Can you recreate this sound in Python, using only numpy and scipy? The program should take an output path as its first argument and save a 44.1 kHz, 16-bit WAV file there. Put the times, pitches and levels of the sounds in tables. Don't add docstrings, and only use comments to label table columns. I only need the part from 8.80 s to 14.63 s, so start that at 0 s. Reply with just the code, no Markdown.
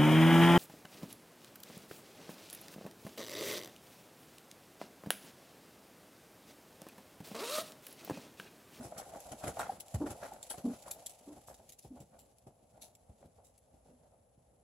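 import sys
import numpy as np
from scipy import signal
from scipy.fft import rfft, irfft, next_fast_len
from scipy.io import wavfile

SR = 44100
rng = np.random.default_rng(int(sys.argv[2]) if len(sys.argv) > 2 else 0)


def materialize(psi):
    bounded = np.clip(np.atleast_2d(psi).T, -1, 1)
    quanta = np.round(bounded * 32767).astype(np.int16)
    wavfile.write(sys.argv[1], SR, quanta)


N = 257103
TIME = np.arange(N) / SR


def gain_of(db):
    return 10 ** (np.asarray(db) / 20)


def evened(x):
    return x / np.sqrt(np.mean(x ** 2) + 1e-20)


def read(points, hz):
    f, value = np.transpose(points)
    return np.interp(np.log(hz + 1), np.log(f + 1), value)


def add(mix, s, sound):
    start = round(s * SR)
    sound = sound[..., max(-start, 0):]
    part = mix[..., max(start, 0):][..., :sound.shape[-1]]
    part += sound[..., :part.shape[-1]]


def wander(rate_hz):
    size = next_fast_len(N)
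    hz = np.fft.rfftfreq(size, 1 / SR)
    slow = rfft(rng.standard_normal(size)) / (1 + (hz / rate_hz) ** 4)
    return evened(irfft(slow, size)[:N])


def grains(spectrum, likeness, per_s, spread_db, colour_db=0, count=N):
    size = next_fast_len(count)
    hz = np.fft.rfftfreq(size, 1 / SR)
    signs = rng.choice([-1., 1.], (2, size))
    struck = rng.random((2, size)) < per_s / SR
    sizes_db = spread_db * np.minimum(rng.exponential(1, (2, size)), 4)
    a, b = rfft(signs * struck * gain_of(sizes_db))
    same = np.clip(read(likeness, hz), -1, 1)
    mid, side = a * np.sqrt(1 + same), b * np.sqrt(1 - same)
    peaks_hz = np.geomspace(200, SR / 2, 90)
    colour = colour_db * np.interp(hz, peaks_hz, rng.standard_normal(len(peaks_hz)))
    shaped = np.array([mid + side, mid - side]) * gain_of(read(spectrum, hz) + colour)
    return evened(irfft(shaped, size)[:, :count])


# frequency in Hz, left-right likeness from 0 to 1.
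LIKENESS = [(30, 1), (300, 0.96), (800, 0.82), (1500, 0.28), (3000, 0.59), (6000, 0.11), (8000, 0.39),
            (16000, 0.045)]


def bursts(times, levels_db, rises, falls, spectrum, **grain):
    out, t = np.zeros((2, N)), np.arange(-6000, 10384) / SR
    for s, db, rise, fall in zip(times, levels_db, rises, falls):
        shape = np.exp(np.minimum(t / rise, -t / fall))
        noise = grains(spectrum, LIKENESS, count=len(t), **grain) * shape
        burst = evened(noise) * np.sqrt(np.mean(shape ** 2))
        add(out, s + t[0], gain_of(db) * burst)
    return out


# frequency in Hz, relative level in dB per Hz.
AIR = [(25, -19), (55, 7), (110, 4.5), (180, -3), (255, -1), (340, -12.5), (520, 2), (720, -2.5),
       (880, -11), (1100, -15.5), (1800, -24), (5000, -35), (11000, -22), (14000, -52)]
# frequency in Hz, left-right likeness from 0 to 1.
AIR_LIKENESS = [(30, 0.97), (200, 0.91), (500, 0.29), (850, 0.0012), (1200, 0), (16000, 0)]
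AIR_DB = -69.5


def air(swell_db=1):
    level = gain_of(AIR_DB + swell_db * wander(4.2))
    return level * grains(AIR, AIR_LIKENESS, per_s=30000, spread_db=4)


# time in seconds, slide level and trickle level in dB before the layer trims.
SETTLING = [(0.0, -60.5, -65), (0.8, -52.5, -59), (0.97, -68, -68.5), (1.17, -55.5, -63.5),
            (1.33, -51.5, -63), (1.62, -61.5, -63.5), (2.09, -57, -63.5), (3.07, -73, -74.5),
            (3.73, -74, -80.5), (4.07, -70.5, -79), (4.59, -75.5, -80), (5.83, -78.5, -86)]
# frequency in Hz, relative level in dB per Hz.
PUSH = [(150, -15.5), (380, -15), (520, -1), (620, 2.5), (820, -0.5), (1000, -13), (1400, -25.5),
        (3000, -46), (16000, -69)]
TRICKLE = [(500, -10.5), (1300, -5.5), (2400, 0), (6000, -1), (8500, -0.5), (12000, -4), (16000, -12.5)]
SPRAY = [(500, -1), (1200, -21), (2200, -3.5), (3700, 2), (4800, 0.5), (8000, 3.5), (12000, 2.5),
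         (16000, -5)]


def settling(slide_db=-3, trickle_db=-2, patchy_db=2, pebbles_db=-7, clump_db=1.5):
    s, slide, trickle = np.transpose(SETTLING)
    slide_level = gain_of(np.interp(TIME, s, slide) + slide_db)
    trickle_level = gain_of(np.interp(TIME, s, trickle) + trickle_db)
    low = grains(PUSH, LIKENESS, per_s=3000, spread_db=0.5) * slide_level
    fine = grains(TRICKLE, LIKENESS, per_s=7300, spread_db=3.5)
    coarse = gain_of(pebbles_db) * grains(SPRAY, LIKENESS, per_s=350, spread_db=3.5)
    bright = (fine + coarse) * evened(gain_of(clump_db * wander(45)))
    dulled = signal.sosfiltfilt(signal.butter(3, 12000, fs=SR, output="sos"), bright)
    dulled_share = np.clip(TIME / TIME[-1] * 2 - 1, 0, 1)
    high = (bright * (1 - dulled_share) + dulled * dulled_share) * trickle_level
    return (low + high) * evened(gain_of(patchy_db * wander(26)))


# time in seconds, distance in metres.
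DISTANCE = [(0, 5.8), (0.8, 3.5), (2.002, 4.8), (3, 11), (5.83, 18)]


def doublings(s):
    when, metres = np.transpose(DISTANCE)
    return np.log2(np.interp(s, when, metres) / metres.min())


# first landing in seconds, base scuff levels of hind, pair and lead in dB, thud levels of hind
# and pair in dB, reference pitch of the ground in Hz (the thud sags through it), click level in dB before its trim.
STRIDES = [(-0.111, -50, -49.5, -46, -55, -58, 121, -59), (0.516, -44, -40.5, -39.5, -48, -47, 122, -39.5),
           (1.143, -45, -46, -44, -26.5, -44, 107, -40.5),
           (1.777, -48, -53.5, -50.5, -61, -51, 126.4, -35.5), (2.407, -61, -59, -53.5, -66, -61, 121, -47),
           (3.046, -57.5, -58, -59, -47.5, -48, 131.9, -83),
           (3.667, -56.5, -71, -61.5, -50, -68, 132, -56.5),
           (4.293, -65.5, -63, -66.5, -47.5, -55, 97, -61), (4.938, -65, -66, -66.5, -56, -62, 96, -81),
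           (5.576, -74, -75, -70, -57.5, -69, 135, -75)]
HEEL_S, HEEL_DB, PAIR_THUD_S = 0.037, -13.5, 0.159
LEAD_THUD_S, LEAD_THUD_DB, LEAD_THUD_GAIN_DB = 0.27, -13, 8


def landings():
    rows = []
    for start, _, _, lead_scuff_db, hind_db, pair_db, hz, _ in STRIDES:
        lead_db = lead_scuff_db + LEAD_THUD_DB + LEAD_THUD_GAIN_DB * doublings(start)
        beats = [(0, hind_db), (HEEL_S, hind_db + HEEL_DB), (PAIR_THUD_S, pair_db), (LEAD_THUD_S, lead_db)]
        rows += [(start + delay, db, hz) for delay, db in beats]
    return rows


def thuds(press_s=0.00534, start_sharp=0.99, sag_s=0.0057, rumble_db=-13, rumble_s=0.038):
    out, t = np.zeros(N), np.arange(SR // 8) / SR
    press = t / press_s * np.exp(1 - t / press_s)
    sag = 0.74 + start_sharp * np.exp(-t / sag_s)
    for s, db, hz in landings():
        turns = np.cumsum(hz * sag) / SR
        add(out, s, gain_of(db) * press * np.sin(2 * np.pi * turns))
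    s, db, _ = np.transpose(landings())
    alike = np.ones(len(s))
    # (Hz, dB per Hz)
    ground = [(25, -33), (58, 0.5), (110, -7), (220, -8), (600, -52), (3000, -85)]
    rumble = bursts(s + 2 * press_s, db + rumble_db, alike * press_s, alike * rumble_s, ground,
                    per_s=4000, spread_db=7)
    return out + rumble


# start in seconds, level in dB,
# middle pitch in Hz, length in seconds, rasp against the tone in dB.
HONKS = [(-.025, -35.5, 245, 0.064, -6), (1.199, -29.5, 289, 0.093, 7.5), (1.836, -27, 247.4, 0.11, -0.5),
         (2.462, -44.5, 292, 0.1, 6.5), (3.098, -43.5, 249.7, 0.092, -4), (5.093, -60.5, 255.4, .14, 2)]
HONK_OVERTONES = [-23.5, -23, -32.5, -41.5]
# frequency in Hz, relative level in dB per Hz.
RUSTLE = [(140, -6), (220, 8), (330, 6.5), (560, -0.5), (800, -11.5), (1100, -21), (1500, -32), (3000, -61)]


def honks(rise_s=0.018, beat=0.123, beat_share=0.26, rough=0.62, rustle_db=-14):
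    out = np.zeros(N)
    drift, wobble = wander(77), wander(120)
    rush = grains(RUSTLE, LIKENESS, per_s=8000, spread_db=2)[0]
    for s, db, hz, length, rasp_db in HONKS:
        near = (TIME > s) & (TIME < s + length)
        t = TIME[near] - s
        turns = np.cumsum(hz * (1 + .06 * drift[near])) / SR
        second_mode = np.sin(2 * np.pi * (turns + beat * hz * (t - rise_s)))
        tone = np.sin(2 * np.pi * turns) + beat_share * second_mode
        overtones = np.zeros(len(t))
        for k, part_db in enumerate(HONK_OVERTONES, 2):
            phase = 2 * np.pi * k * turns + rough * (k - 1) * wobble[near]
            overtones += gain_of(part_db) * np.sin(phase)
        rasp = gain_of(rasp_db) * (overtones + gain_of(rustle_db) * rush[near])
        swell = np.sin(np.minimum(t / rise_s, 1) * np.pi / 2) ** 2
        shape = swell * (1 - t / length)
        out[near] += gain_of(db) * shape * (tone + rasp)
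    return out


# delay from the first landing to the peak in seconds, level on its beat in dB, rise and fall of
# the scuff in seconds, coarse grit, weight on the hoof and flung sand in dB at the closest pass before
GAIT = [(0.004, 0.5, 0.004, 0.02, -7, -1.5, -1.5, "hind"),
        (0.124, -0.5, 0.0082, 0.039, -4, -3.5, -6.5, "pair"), (0.164, -2, 0.013, 0.025, -4, 3, 1.5, "pair"),
        (0.293, 1, 0.013, 0.041, -2, -12, -10, "lead"), (0.388, -9.5, 0.018, 0.074, -9.5, -5, -7.5, "lead")]
GRIT_LOSS_DB, SPRAY_LOSS_DB, WEIGHT_GAIN_DB = 6, 3.5, 2


def steps():
    rows = []
    for start, hind, pair, lead, *_ in STRIDES:
        beat_db = {"hind": hind, "pair": pair, "lead": lead}
        for delay, db, rise, fall, grit, weight, flung, beat in GAIT:
            s = start + delay
            far = doublings(s)
            if 0 < s < TIME[-1]:
                rows.append((s, beat_db[beat] + db, rise, fall, grit - GRIT_LOSS_DB * far,
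                             weight + WEIGHT_GAIN_DB * far, flung - SPRAY_LOSS_DB * far))
    return rows


# peak in seconds, level in dB, rise in seconds, fall in seconds, coarse grit in dB before the layer trim.
EXTRA_SCUFFS = [(0.122, -46, 0.0059, 0.026, -16), (0.362, -45.5, 0.038, 0.029, -12.5),
                (0.459, -47.5, 0.0036, 0.04, -15), (0.77, -43.5, 0.0027, 0.025, -10),
                (1.265, -43.5, 0.0029, 0.014, -5), (1.712, -46.5, 0.0048, 0.011, -1.5),
                (1.745, -45, 0.003, 0.0081, -12.5), (4.02, -62, 0.0023, 0.065, -14.5),
                (4.428, -61, 0.003, 0.02, -13), (4.586, -62.5, 0.0046, 0.024, -27),
                (5.322, -66, 0.009, 0.039, -20)]
EXTRA_WEIGHT_DB = -11
# frequency in Hz, relative level in dB per Hz.
GRIT = [(500, -24), (900, -5), (1150, -1), (1380, 1), (1750, -6), (2200, -11), (2700, -18), (5000, -24),
        (16000, -42)]
WEIGHT = [(25, -58), (55, 1), (120, -3.5), (200, -2), (330, -3.5), (450, -6.5), (700, -15), (3000, -85)]


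def scuffs(grit_db=-1, weight_db=-1, clump_db=2.5):
    gait_rows = [row[:-1] for row in steps()]
    extra_rows = [(*row, EXTRA_WEIGHT_DB) for row in EXTRA_SCUFFS]
    s, db, rise, fall, grit, weight = np.transpose(gait_rows + extra_rows)
    push = bursts(s, db, rise, fall, PUSH, per_s=3000, spread_db=2, colour_db=2.0)
    crunch = bursts(s, db + grit + grit_db, rise, fall, GRIT, per_s=2200, spread_db=3, colour_db=2.2)
    body = bursts(s, db + weight + weight_db, rise, fall, WEIGHT, per_s=2700, spread_db=2)
    return (push + crunch) * evened(gain_of(clump_db * wander(97))) + body


# peak in seconds, level in dB before the layer trim, fall in seconds.
SPRAYS = [(0.035, -53, 0.03), (0.181, -42, 0.016), (0.404, -47.5, 0.007), (0.793, -38, 0.013),
          (1.083, -49.5, 0.004), (1.143, -46, 0.008), (1.311, -47, 0.0093), (1.535, -49.5, 0.0047),
          (1.702, -37, 0.02), (2.024, -51.5, 0.007), (2.083, -49.5, 0.009), (2.112, -36.5, 0.015),
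          (2.296, -49.5, 0.022), (2.676, -54, 0.035), (2.744, -56, 0.015), (2.923, -50.5, 0.012),
          (2.989, -48.5, 0.0091), (3.025, -61.5, 0.035), (3.204, -58, 0.015), (3.392, -57.5, 0.029),
          (3.584, -61, 0.008), (4.02, -48.5, 0.031), (4.649, -62, 0.03)]
SPRAY_RISE_SHARE = 0.14
FLUNG_QUICKNESS = 0.71
CLICK_S, CLICK_RISE_S, CLICK_FALL_S = 0.485, 0.00055, 0.0094


def sprays(level_db=-3.5, click_db=-4.0, shower_db=-3.5):
    s, db, rise, fall, _, _, flung = np.transpose(steps())
    shower = bursts(s, db + flung + shower_db, rise * FLUNG_QUICKNESS, fall * FLUNG_QUICKNESS, TRICKLE,
                    per_s=4000, spread_db=3.5, colour_db=3.0)
    kicks = [(s, db + level_db, SPRAY_RISE_SHARE * fall, fall) for s, db, fall in SPRAYS]
    clicks = [(start + CLICK_S, db + click_db, CLICK_RISE_S, CLICK_FALL_S) for start, *_, db in STRIDES]
    crackle = bursts(*np.transpose(kicks + clicks), SPRAY, per_s=5000, spread_db=5, colour_db=4)
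    return shower + crackle


# start in seconds, level in dB, pitch in Hz, time from start to loudest in seconds.
KNOCKS = [(0.7949, -24.5, 790, 0.0009), (0.8001, -27, 1310, 0.0011), (.824, -43, 1386, 0.0087),
          (.8925, -28.5, 769, 0.0052), (1.518, -39.5, 800, 0.0036), (2.078, -44, 980, 0.0024),
          (2.1123, -30, 6960, 0.00017), (2.685, -41, 890, 0.00068), (3.051, -46, 590, 0.0014),
          (3.162, -49, 616, 0.0014), (3.669, -49.5, 600, 0.0015), (4.427, -53, 620, 0.0015)]


def knocks():
    out, t = np.zeros(N), np.arange(SR // 16) / SR
    for s, db, hz, ring in KNOCKS:
        shape = (t / ring * np.exp(1 - t / ring)) ** 2
        add(out, s, gain_of(db) * shape * np.sin(2 * np.pi * hz * t))
    return out


def scene():
    return air() + settling() + thuds() + honks() + scuffs() + sprays() + knocks()


# ring in Hz, its width in Hz,
# boost of the ring in dB, change of the top octave in dB.
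PORTS = [(10300, 720, 14, 1), (7500, 1700, 8.5, -5)]
EDGE_HZ = 15850


def record(dry, bass_cut_hz=32):
    coloured = []
    for x, (hz, width, db, top_db) in zip(dry, PORTS):
        ring = signal.lfilter(*signal.iirpeak(hz, hz / width, SR), x)
        top = signal.filtfilt(*signal.butter(2, 9500, "highpass", fs=SR), x)
        coloured.append(x + (gain_of(db) - 1) * ring + (gain_of(top_db) - 1) * top)
    dead_spot = signal.lfilter(*signal.iirpeak(9130, 6.5, SR), coloured)
    coloured = coloured - .8 * dead_spot
    thinned = signal.sosfilt(signal.butter(2, bass_cut_hz, "highpass", fs=SR, output="sos"), coloured)
    edge = signal.firwin(511, EDGE_HZ, window=("kaiser", 9), fs=SR)
    return signal.oaconvolve(thinned, edge[None], "same", axes=1)


dry = scene()
out = record(dry)
materialize(out)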